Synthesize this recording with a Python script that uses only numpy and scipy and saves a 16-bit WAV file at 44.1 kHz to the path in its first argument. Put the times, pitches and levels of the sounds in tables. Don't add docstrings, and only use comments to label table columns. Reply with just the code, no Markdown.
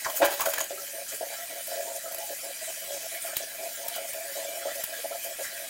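import sys
import numpy as np
from scipy import signal
from scipy.fft import rfft, irfft
from scipy.io import wavfile
from scipy.ndimage import uniform_filter1d

SR = 44100
rng = np.random.default_rng(int(sys.argv[2]) if len(sys.argv) > 2 else 0)


def write(x):
    x = np.atleast_2d(x).T
    wavfile.write(sys.argv[1], SR, np.round(np.clip(x, -1, 1) * 32767).astype(np.int16))


N = 250929
TIME = np.arange(N) / SR

# pitch in Hz, level in dB, t60 in seconds.
BOTTOM_MODES = [(313.2, -5.5, 0.065), (384.5, -13, 0.11), (489.3, -10.5, 0.13), (570.6, 1, 0.12),
                (646.7, 2.5, 0.099), (680, -5.5, 0.099), (787, -15, 0.28), (821.5, -11, 0.23),
                (910, -18, 0.2)]
WALL_MODES = [(312, 1, .11), (330, 3, .2), (391, -8, .3), (525, 0, .13), (572, 3, .43), (612, 0, .12),
              (758, -5, .2), (780, -3, .27), (826, -3, .32), (889, -7, .18), (942, -12, .28),
              (1435, -14, .3), (1495, -9, .3), (1540, -11, .35), (1623, -15, .25), (1768, -10, .2),
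              (1793, -17, .5), (1938, -19, .4), (2425, -21, .3), (2975, -19, .3), (3050, -19, .2),
              (3538, -25, .45), (3945, -26, .5)]
# start and length in seconds, lower and upper ring in dB, upper pitch in Hz.
BOIL_SURGES = [(0.704, 0.03, -38.5, -39, 648), (0.736, 0.11, -44.5, -51, 645),
               (0.881, 0.031, -48, -65, 645), (0.927, 0.1, -42, -43, 655), (1.12, 0.031, -43, -50, 652),
               (1.21, 0.029, -31.5, -35.5, 690), (1.253, 0.029, -50, -46, 697), (1.3, 0.059, -53, -45, 667),
               (1.384, 0.079, -57, -43.5, 680), (1.492, 0.12, -47.5, -43, 670),
               (1.672, 0.027, -44, -45, 646), (1.704, 0.11, -39.5, -38, 665), (1.823, 0.1, -40.5, -41, 669),
               (1.923, 0.063, -46.5, -43.5, 658), (2.036, 0.054, -44.5, -40.5, 661),
               (2.107, 0.14, -47, -43, 675), (2.276, 0.036, -56, -41, 671), (2.302, 0.036, -35.5, -48, 636),
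               (2.385, 0.015, -58, -50, 650), (2.43, 0.082, -41.5, -42.5, 667),
               (2.617, 0.017, -57, -37.5, 655), (2.676, 0.031, -55, -36, 656),
               (2.767, 0.018, -46, -45, 667), (2.812, 0.097, -47.5, -47, 675),
               (2.9, 0.082, -38.5, -42, 658), (3.003, 0.066, -49, -42.5, 661),
               (3.118, 0.067, -55, -43, 676), (3.243, 0.071, -49, -41, 664),
               (3.327, 0.015, -56, -39.5, 648), (3.398, 0.046, -40.5, -39.5, 656),
               (3.474, 0.0081, -59, -42.5, 666), (3.545, 0.015, -48, -42.5, 653),
               (3.586, 0.094, -46, -38.5, 666.5), (3.705, 0.024, -58, -47, 666),
               (3.775, 0.095, -44, -42, 675), (3.903, 0.033, -59, -44.5, 675), (3.961, 0.1, -45, -40, 674),
               (4.088, .018, -44, -51, 650), (4.143, 0.053, -42.5, -39, 650), (4.2, 0.066, -68, -40.5, 671),
               (4.264, 0.063, -44, -51.5, 684), (4.355, 0.079, -38.5, -39.5, 661),
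               (4.446, 0.23, -43.5, -42.5, 665), (4.655, 0.064, -35, -35, 658),
               (4.753, 0.062, -39.5, -40, 674), (4.875, 0.048, -60, -46.5, 647),
               (4.924, 0.084, -44.5, -42, 667), (5.04, 0.024, -32, -40, 667),
               (5.102, 0.083, -44, -37, 663.5), (5.243, 0.085, -41, -41, 668),
               (5.388, 0.04, -34.5, -43, 668), (5.506, 0.17, -51, -47.5, 655)]
# time in seconds, froth level in dB, sizzle level in dB.
STEAM_LEVELS = [(0, -46.5, -36.5), (.6, -46, -39), (.69, -51, -40.5), (0.821, -50.5, -37.5),
                (1.5, -48.5, -39.5), (1.7, -47.5, -37.5), (2.05, -50.5, -39), (2.3, -48, -38.2),
                (3.0, -48, -38), (3.55, -48, -38.5), (4.8, -48.5, -38), (5.69, -47, -38.5)]
# centre in seconds, froth level in dB, sizzle level in dB, length in seconds.
STEAM_PUFFS = [(0.712, -42.5, -54, 0.043), (0.876, -47, -48, 0.045), (1.115, -46, -40, 0.078),
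               (1.245, -65, -42, 0.032), (1.335, -47, -52, 0.09), (1.755, -46, -41, 0.075),
               (1.962, -50, -33.5, 0.026), (2.647, -48, -47, 0.05), (2.927, -50, -38, 0.056),
               (3.135, -46, -44, 0.075), (3.27, -49, -36, 0.048), (3.4, -47, -44, 0.041),
               (3.946, -43.5, -39, 0.069), (4.09, -55, -36, 0.041), (4.385, -46, -43.5, 0.14),
               (4.625, -46, -50, 0.037), (4.716, -49, -57, 0.07), (4.755, -52, -37.5, 0.022),
               (4.81, -45.5, -41, 0.054), (4.986, -47, -45, 0.11), (5.249, -64, -33.5, 0.043),
               (5.438, -50, -37, 0.056)]


def gain_of(db):
    return 10 ** (np.asarray(db) / 20)


def unit_rms(x):
    return x / np.sqrt(np.mean(x ** 2) + 1e-20)


def curve_at(points, hz):
    point_hz, value = np.transpose(points)
    return np.interp(np.log(hz + 1), np.log(point_hz + 1), value)


def add(mix, start_s, sound):
    part = mix[max(round(start_s * SR), 0):][:len(sound)]
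    part += sound[:len(part)]


def coloured(x, eq):
    hz = np.fft.rfftfreq(len(x), 1 / SR)
    return unit_rms(irfft(rfft(x) * gain_of(curve_at(eq, hz)), len(x)))


def ring(x, modes, off_centre=False):
    t = TIME[:SR]
    response = sum((-1) ** (k * off_centre) * gain_of(db - 60 * t / t60) * np.cos(2 * np.pi * hz * t)
                   for k, (hz, db, t60) in enumerate(modes))
    low_cut = signal.butter(4, 270, "highpass", fs=SR, output="sos")
    return signal.sosfilt(low_cut, signal.oaconvolve(x, response)[:N])


def crackle(per_s, spread_db):
    size = gain_of(spread_db * np.minimum(rng.exponential(1, N), 4))
    return unit_rms(size * rng.choice([-1, 1], N) * (rng.random(N) < per_s / SR))


def patchy(x, width_hz, length_s, depth_db=3):
    bands = signal.stft(x, nperseg=512)[2]
    field = uniform_filter1d(rng.standard_normal(bands.shape), round(width_hz * 512 / SR), axis=0)
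    field = uniform_filter1d(field, round(length_s * SR / 256), axis=1)
    return unit_rms(signal.istft(bands * gain_of(depth_db * unit_rms(field)), nperseg=512)[1][:N])


def waver(depth_db, turn_s=0.08):
    knots = np.arange(0, 8, turn_s)
    return gain_of(depth_db * np.interp(TIME, knots, rng.standard_normal(len(knots))))


def blows(rows):
    force = np.zeros(N)
    for start, db in rows:
        add(force, start, gain_of([db]))
    return force


def decay(force, rise_s, t60):
    t = TIME[:SR]
    return signal.oaconvolve(force, (1 - np.exp(-t / rise_s)) * gain_of(-60 * t / t60))[:N]


def swells(rows):
    out = np.zeros(N)
    for centre, db, length in rows:
        t = np.arange(max(centre - 2 * length, 0), centre + 2 * length, 1 / SR)
        add(out, t[0], gain_of(db) * np.exp(-(2 * (t - centre) / length) ** 2))
    return out


def noisy_tone(cycles, width_hz, steady):
    pole, lead = np.exp(-np.pi * width_hz / SR), SR // 10
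    pushes = rng.standard_normal((lead + len(cycles), 2)) @ [1, 1j]
    swing = signal.lfilter([1], np.poly([pole, pole]), pushes)[lead:]
    return unit_rms((swing / abs(swing) ** steady * np.exp(2j * np.pi * cycles)).real)


def cavities(rows):
    out = np.zeros(N)
    for start, db, start_hz, end_hz, half_length, width_share in rows:
        progress = np.linspace(0, 1, round(2 * half_length * SR))
        hz = end_hz + (start_hz - end_hz) * np.exp(-4 * progress)
        shape = (1 - np.exp(-progress / 0.069)) * np.exp(-4.5 * progress) * (1 - progress)
        rush = noisy_tone(np.cumsum(hz) / SR, width_share * start_hz, steady=0.42)
        add(out, start, gain_of(db) * shape / shape.max() * rush)
    return out


def soft_pushes(rows, cycles):
    force = np.zeros(N)
    for centre, db, hz in rows:
        t = np.arange(-cycles / hz / 2, cycles / hz / 2, 1 / SR)
        window = np.hanning(len(t))
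        add(force, centre + t[0], gain_of(db) * 2 * window / window.sum() * np.cos(2 * np.pi * hz * t))
    return force


def blups(rows, length_s, rise):
    out, progress = np.zeros(N), np.linspace(0, 1, round(length_s * SR))
    shape = np.sin(np.pi * progress ** 0.71) ** 2
    bent_time = length_s * progress * (1 + rise * (progress - 1) / 2)
    for start, db, hz in rows:
        add(out, start, gain_of(db) * shape * np.sin(2 * np.pi * hz * bent_time))
    return out


def surge_shape(length, attack_s=0.01102, release_s=0.0076, sag_db=0.5):
    t = np.arange(-attack_s / 2, length + release_s / 2, 1 / SR)
    gate = np.minimum((t - t[0]) / attack_s, 1) * np.minimum((t[-1] - t) / release_s, 1)
    return t, gate * gain_of(-1 - sag_db * t / length)


def surging():
    strength = np.zeros(N)
    for start, length, low_db, high_db, _ in BOIL_SURGES:
        t, gate = surge_shape(length)
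        add(strength, start + t[0], gate * np.hypot(gain_of(low_db), gain_of(high_db)))
    return strength


def kitchen(x):
    # frequency in Hz, t60 in seconds.
    decay_times = [(200, 0.11), (1000, 0.17), (3500, 0.33), (6500, 0.13), (15000, 0.093)]
    reflections = rng.choice([-1., 1.], SR) * (rng.random(SR) < 2500 / SR) * (TIME[:SR] > .005)
    hz, t, bands = signal.stft(reflections, SR, nperseg=256)
    fade = gain_of(-60 * t / curve_at(decay_times, hz)[:, None])
    tail = signal.istft(bands * fade, SR, nperseg=256)[1]
    return signal.oaconvolve(x, tail / np.linalg.norm(tail))[:N]


def near_echoes(x):
    # delay in seconds, gain.
    bounces = [(.00124, .22), (.00202, .1), (.00303, .17), (.00365, .11), (.00565, .07), (.00644, -.07),
               (.00679, .09), (.00893, -.11)]
    treble = signal.sosfilt(signal.butter(1, [900, 8000], "bandpass", fs=SR, output="sos"), x)
    out = np.zeros(N)
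    for delay, gain in bounces:
        add(out, delay, gain * treble)
    return out


def burner():
    # frequency in Hz, gain in dB.
    burner_eq = [(20, 6), (40, 7.5), (80, 3), (180, 8), (400, 7.5), (900, 8), (2000, -14), (8000, -3)]
    return gain_of(-58.5) * coloured(rng.standard_normal(N), burner_eq)


def sizzle():
    # frequency in Hz, gain in dB.
    sizzle_eq = [(1000, -46), (3000, -33), (4800, -4), (6200, -1.5), (7100, 1), (8000, -0.5), (8900, 2),
                 (10000, -0.5), (12500, -0.5), (15500, -0.5)]
    hiss = patchy(coloured(crackle(per_s=20000, spread_db=3.5), sizzle_eq), width_hz=400, length_s=0.035)
    times, _, levels_db = np.transpose(STEAM_LEVELS)
    bed = gain_of(np.interp(TIME, times, levels_db)) * waver(depth_db=0.57)
    puffs = swells([(centre, db, length) for centre, _, db, length in STEAM_PUFFS])
    return np.hypot(bed, puffs) * hiss


def froth():
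    # frequency in Hz, gain in dB.
    froth_eq = [(700, -27), (1150, -7.5), (1350, -1.5), (1650, 2.5), (2100, 4), (2400, 1.5), (2750, -1.5),
                (3050, 1), (3700, -4.5), (4600, -4), (6500, -13.5), (12000, -35)]
    shimmer_eq = [(950, -37), (1500, -20), (1650, -9), (1800, -3), (1950, -3), (3000, 2.5), (3500, 11),
                  (3900, 13), (6000, 13)]
    foam = patchy(coloured(crackle(per_s=6000, spread_db=3), froth_eq), width_hz=350, length_s=0.046)
    shimmer = gain_of(-9) * coloured(ring(foam, WALL_MODES), shimmer_eq)
    times, levels_db, _ = np.transpose(STEAM_LEVELS)
    bed = gain_of(np.interp(TIME, times, levels_db)) * waver(depth_db=0.1)
    puffs = swells([(centre, db, length) for centre, db, _, length in STEAM_PUFFS])
    lift = np.hypot(puffs, gain_of(-18.5) * surging())
    return np.hypot(bed, lift) * (foam + shimmer)


def vents():
    # start in seconds, level in dB, start and end pitch in Hz, half-length in seconds,
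    # bandwidth as a share of pitch.
    openings = [(.775, -41.5, 1280, 1340, 0.038, 0.043), (1.08, -38.5, 7320, 7220, 0.059, 0.51),
                (1.14, -36.5, 9660, 10170, .054, 0.51), (1.215, -51, 920, 915, 0.066, 0.1),
                (1.31, -48, 830, 827, 0.069, .14), (1.34, -51.5, 1310, 1345, 0.14, 0.055),
                (1.69, -46.5, 5080, 5500, 0.11, 0.14), (1.78, -45, 6860, 7380, 0.35, 0.24),
                (1.865, -47, 926, 930, 0.1, 0.088), (2.055, -47, 1303, 1296, 0.064, .06),
                (2.195, -45, 816, 830, 0.13, 0.082), (2.61, -40, 8460, 8220, 0.19, 0.32),
                (2.9, -43.5, 6190, 6620, 0.3, 0.65), (3.215, -35.5, 9020, 8640, 0.048, 0.25),
                (3.265, -46, 1445, 1270, 0.088, 0.17), (3.358, -41, 3690, 3440, 0.027, 0.18),
                (3.371, -37, 14600, 14400, .025, .12), (3.372, -40, 8900, 8600, 0.06, 0.21),
                (3.415, -41.5, 5930, 5520, 0.063, 0.2), (3.835, -48.5, 910, 930, 0.11, 0.056),
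                (3.965, -43.5, 1405, 1360, .05, 0.13), (4.39, -49, 947, 940, 0.069, 0.078),
                (4.46, -49, 2345, 2330, .13, 0.0076), (4.68, -47, 1280, 1320, 0.056, .1),
                (4.927, -43.5, 1590, 1840, 0.069, 0.19), (5.12, -44.5, 1345, 1270, 0.039, 0.11),
                (5.437, -38.5, 1818, 1890, 0.081, 0.34)]
    return cavities(openings)


def spits():
    # centre in seconds, level in dB, length in seconds.
    droplets = [(1.674, -31.5, 0.011), (2.123, -31.5, 0.01), (2.147, -26, .003), (2.185, -29, 0.0046),
                (3.3693, -17.5, 0.004), (3.885, -23.5, 0.0055), (3.963, -31.5, 0.017),
                (4.135, -30.5, 0.007), (4.8405, -22.5, 0.0058)]
    # frequency in Hz, gain in dB.
    spit_eq = [(60, -10), (400, -5), (1000, -5.5), (2500, -5.5), (5000, -5.5), (9000, -2), (13000, 4),
               (15500, 3)]
    fizzle = decay(blows([(at, db - 10) for at, db, _ in droplets]), rise_s=0.001, t60=0.066)
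    return coloured(rng.standard_normal(N), spit_eq) * np.hypot(swells(droplets), fizzle)


def small_bubbles():
    # time in seconds, level in dB.
    stir_levels = [(0.03, -63), (0.09, -38.5), (0.19, -53), (0.205, -27.5), (0.23, -31.5), (0.35, -36),
                   (0.43, -55), (0.47, -38), (0.55, -49), (0.63, -42), (0.675, -64)]
    when, softness, pitch = rng.random((800, 3)).T
    pushes = soft_pushes(zip(when * TIME[-1], -12 * softness, 587 * 2 ** (pitch - .5)), cycles=2.2)
    drumming = unit_rms(ring(pushes, BOTTOM_MODES))
    when, softness, pitch = rng.random((900, 3)).T
    levels_db = -12 * softness - 14 * abs(pitch - .5)
    hz = 570 * 2 ** (1.8 * (pitch - .5))
    singing = unit_rms(blups(zip(when * TIME[-1], levels_db, hz), length_s=0.023, rise=0.034))
    stir = gain_of(np.interp(TIME, *np.transpose(stir_levels), right=-np.inf))
    simmer = gain_of(-61) * waver(depth_db=4)
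    surge = surging()
    return (stir + simmer + gain_of(-10.5) * surge) * drumming + gain_of(-16.5) * surge * singing


def big_bubbles():
    # time in seconds, level in dB, bubble pitch in Hz.
    thumping = [(.7065, -30.5, 584), (1.2095, -28.5, 560), (1.302, -38, 613), (1.7156, -36, 644),
                (1.7935, -38, 560), (3.664, -37.5, 530), (3.9635, -34.5, 643), (4.374, -33.5, 540),
                (4.566, -40.5, 596), (4.6555, -29, 570), (5.1115, -36, 626)]
    slow = [(.122, -36, 621), (.72, -43, 396), (.77, -46, 401), (1.125, -47, 429), (4.98, -43, 483),
            (5.535, -52, 503)]
    thumps = gain_of(0.5) * ring(soft_pushes(thumping, cycles=3.02), BOTTOM_MODES)
    return thumps + blups(slow, length_s=0.045, rise=0.084)


def gurgles():
    low_hz, width_hz, steady = 566.3, 31.4, 0.67
    rise, wobble = 0.016, 0.0083
    flutter_db, knots = 4, np.arange(64) * 0.009
    out = np.zeros(N)
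    for start, length, low_db, high_db, high_hz in BOIL_SURGES:
        t, gate = surge_shape(length)
        flutter, wander = (np.interp(t, knots, row) for row in rng.standard_normal((2, len(knots))))
        glide_hz = high_hz * (1 + rise * (t / length - .5) + wobble * wander)
        low = gain_of(low_db - 2) * noisy_tone(low_hz * t, width_hz, steady)
        high = gain_of(high_db - 0.8) * noisy_tone(np.cumsum(glide_hz) / SR, width_hz, steady)
        add(out, start + t[0], gate * unit_rms(gain_of(flutter_db * flutter)) * (low + high))
    return out


def boil():
    muffle = signal.butter(8, 980, fs=SR, output="sos")
    return signal.sosfilt(muffle, small_bubbles() + big_bubbles()) + gurgles()


def whisk_knocks():
    # time in seconds, force on the wall in dB, force on the bottom in dB.
    hits = [(.2152, -27.5, -38), (0.2189, -21, -21.5), (.2298, -28, -36), (.408, -56, -56),
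            (.4725, -53, -26), (.584, -54, -52), (.609, -49, -37)]
    force = blows([(at, db) for at, db, _ in hits])
    wall = ring(force, WALL_MODES, off_centre=True)
    bottom = ring(soft_pushes([(at, db, 600) for at, _, db in hits], cycles=2.5), BOTTOM_MODES)
    thud_power = abs(decay(force ** 2, rise_s=0.00045, t60=0.14))
    thud = coloured(rng.standard_normal(N), KNOCK_THUD_EQ) * np.sqrt(thud_power)
    return gain_of(-5.5) * wall + gain_of(-1) * thud + bottom


def whisk_swishes():
    # centre in seconds, level in dB, length in seconds.
    strokes = [(.118, -42, .025), (.17, -27, 0.031), (.198, -34, .022), (.262, -27, 0.018),
               (.5, -30.5, 0.031), (.643, -36, .012)]
    # frequency in Hz, gain in dB.
    swish_eq = [(3000, -27), (6500, -10.5), (10000, -6), (12500, -4), (14500, 2), (16000, -5)]
    return coloured(crackle(per_s=4100, spread_db=0.5), swish_eq) * swells(strokes)


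def whisk_wires():
    # pitch in Hz, level in dB, t60 in seconds.
    wire_modes = [(3200, -4, 0.016), (6750, 10, 0.024), (7150, -1.5, 0.02), (6700, -1, 0.019),
                  (10460, 0, 0.018)]
    # time in seconds, click level in dB, wire ring level in dB.
    wire_taps = [(0.099, -24.5, -47), (0.172, -36, -35), (0.326, -24, -52), (0.4067, -17.5, -41),
                 (0.419, -37, -33), (.458, -20, -33.5), (0.466, -34, -49), (0.49, -45, -41),
                 (0.504, -46, -42), (0.517, -48, -44), (0.561, -31, -43), (0.582, -19.5, -44),
                 (0.5943, -44, -36), (0.604, -19.5, -37.5), (.612, -37, -28.5), (0.642, -47, -43)]
    # centre in seconds, level in dB, length in seconds.
    scrapes = [(.104, -38, 0.024), (.174, -35, 0.037), (.252, -26, 0.024), (.326, -30, 0.052),
               (.412, -27.5, 0.036), (.468, -31.5, 0.032), (.505, -40, 0.05), (.541, -29.5, 0.022),
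               (.596, -43, 0.055)]
    # frequency in Hz, gain in dB.
    contact_eq = [(200, -21), (700, 4.5), (2000, 0), (4000, -4.5), (7000, -6), (9000, -3.5), (12000, -3.5),
                  (15500, 3)]
    slips = coloured(crackle(per_s=10000, spread_db=1.5), contact_eq) * swells(scrapes)
    slips *= unit_rms(waver(depth_db=4.5, turn_s=0.003))
    click_gain = decay(blows([(at, db) for at, db, _ in wire_taps]), rise_s=0.00048, t60=0.038)
    clicks = coloured(rng.standard_normal(N), contact_eq) * click_gain
    wire_force = blows([(at, db) for at, _, db in wire_taps]) + gain_of(-35) * slips
    return slips + clicks + ring(wire_force, wire_modes)


def whisk_squelches(width_share=0.35):
    # start in seconds, level in dB, start and end pitch in Hz, half-length in seconds.
    pockets = [(.044, -33, 6900, 4650, 0.027), (.045, -30.5, 2010, 1427, 0.036),
               (0.056, -30, 1189, 910, 0.039), (0.394, -35, 905, 1100, 0.025),
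               (0.406, -30.5, 1244, 961, 0.056), (0.456, -33.5, 1592, 1307, 0.05),
               (0.575, -33, 1846, 1480, 0.022)]
    rush = cavities([(*row, width_share) for row in pockets])
    return rush * unit_rms(waver(depth_db=5, turn_s=0.0025))


def scene():
    whisk = whisk_knocks() + whisk_swishes() + whisk_wires() + whisk_squelches()
    pan = whisk + boil() + froth() + sizzle() + spits() + vents()
    return np.tile(pan + near_echoes(pan) + gain_of(-10.5) * kitchen(pan) + burner(), (2, 1))


def record(dry):
    high_cut = signal.firwin(511, 15900, window=("kaiser", 9), fs=SR)
    return signal.oaconvolve(dry, high_cut[None], "same")


# frequency in Hz, gain in dB.
KNOCK_THUD_EQ = [(100, -19), (230, -24), (330, -2.5), (550, 2), (900, 4), (1150, -4.5), (1600, -1),
                 (2400, -7), (4000, -14.5), (8000, -21), (16000, -44)]

dry = scene()
out = record(dry)
write(out)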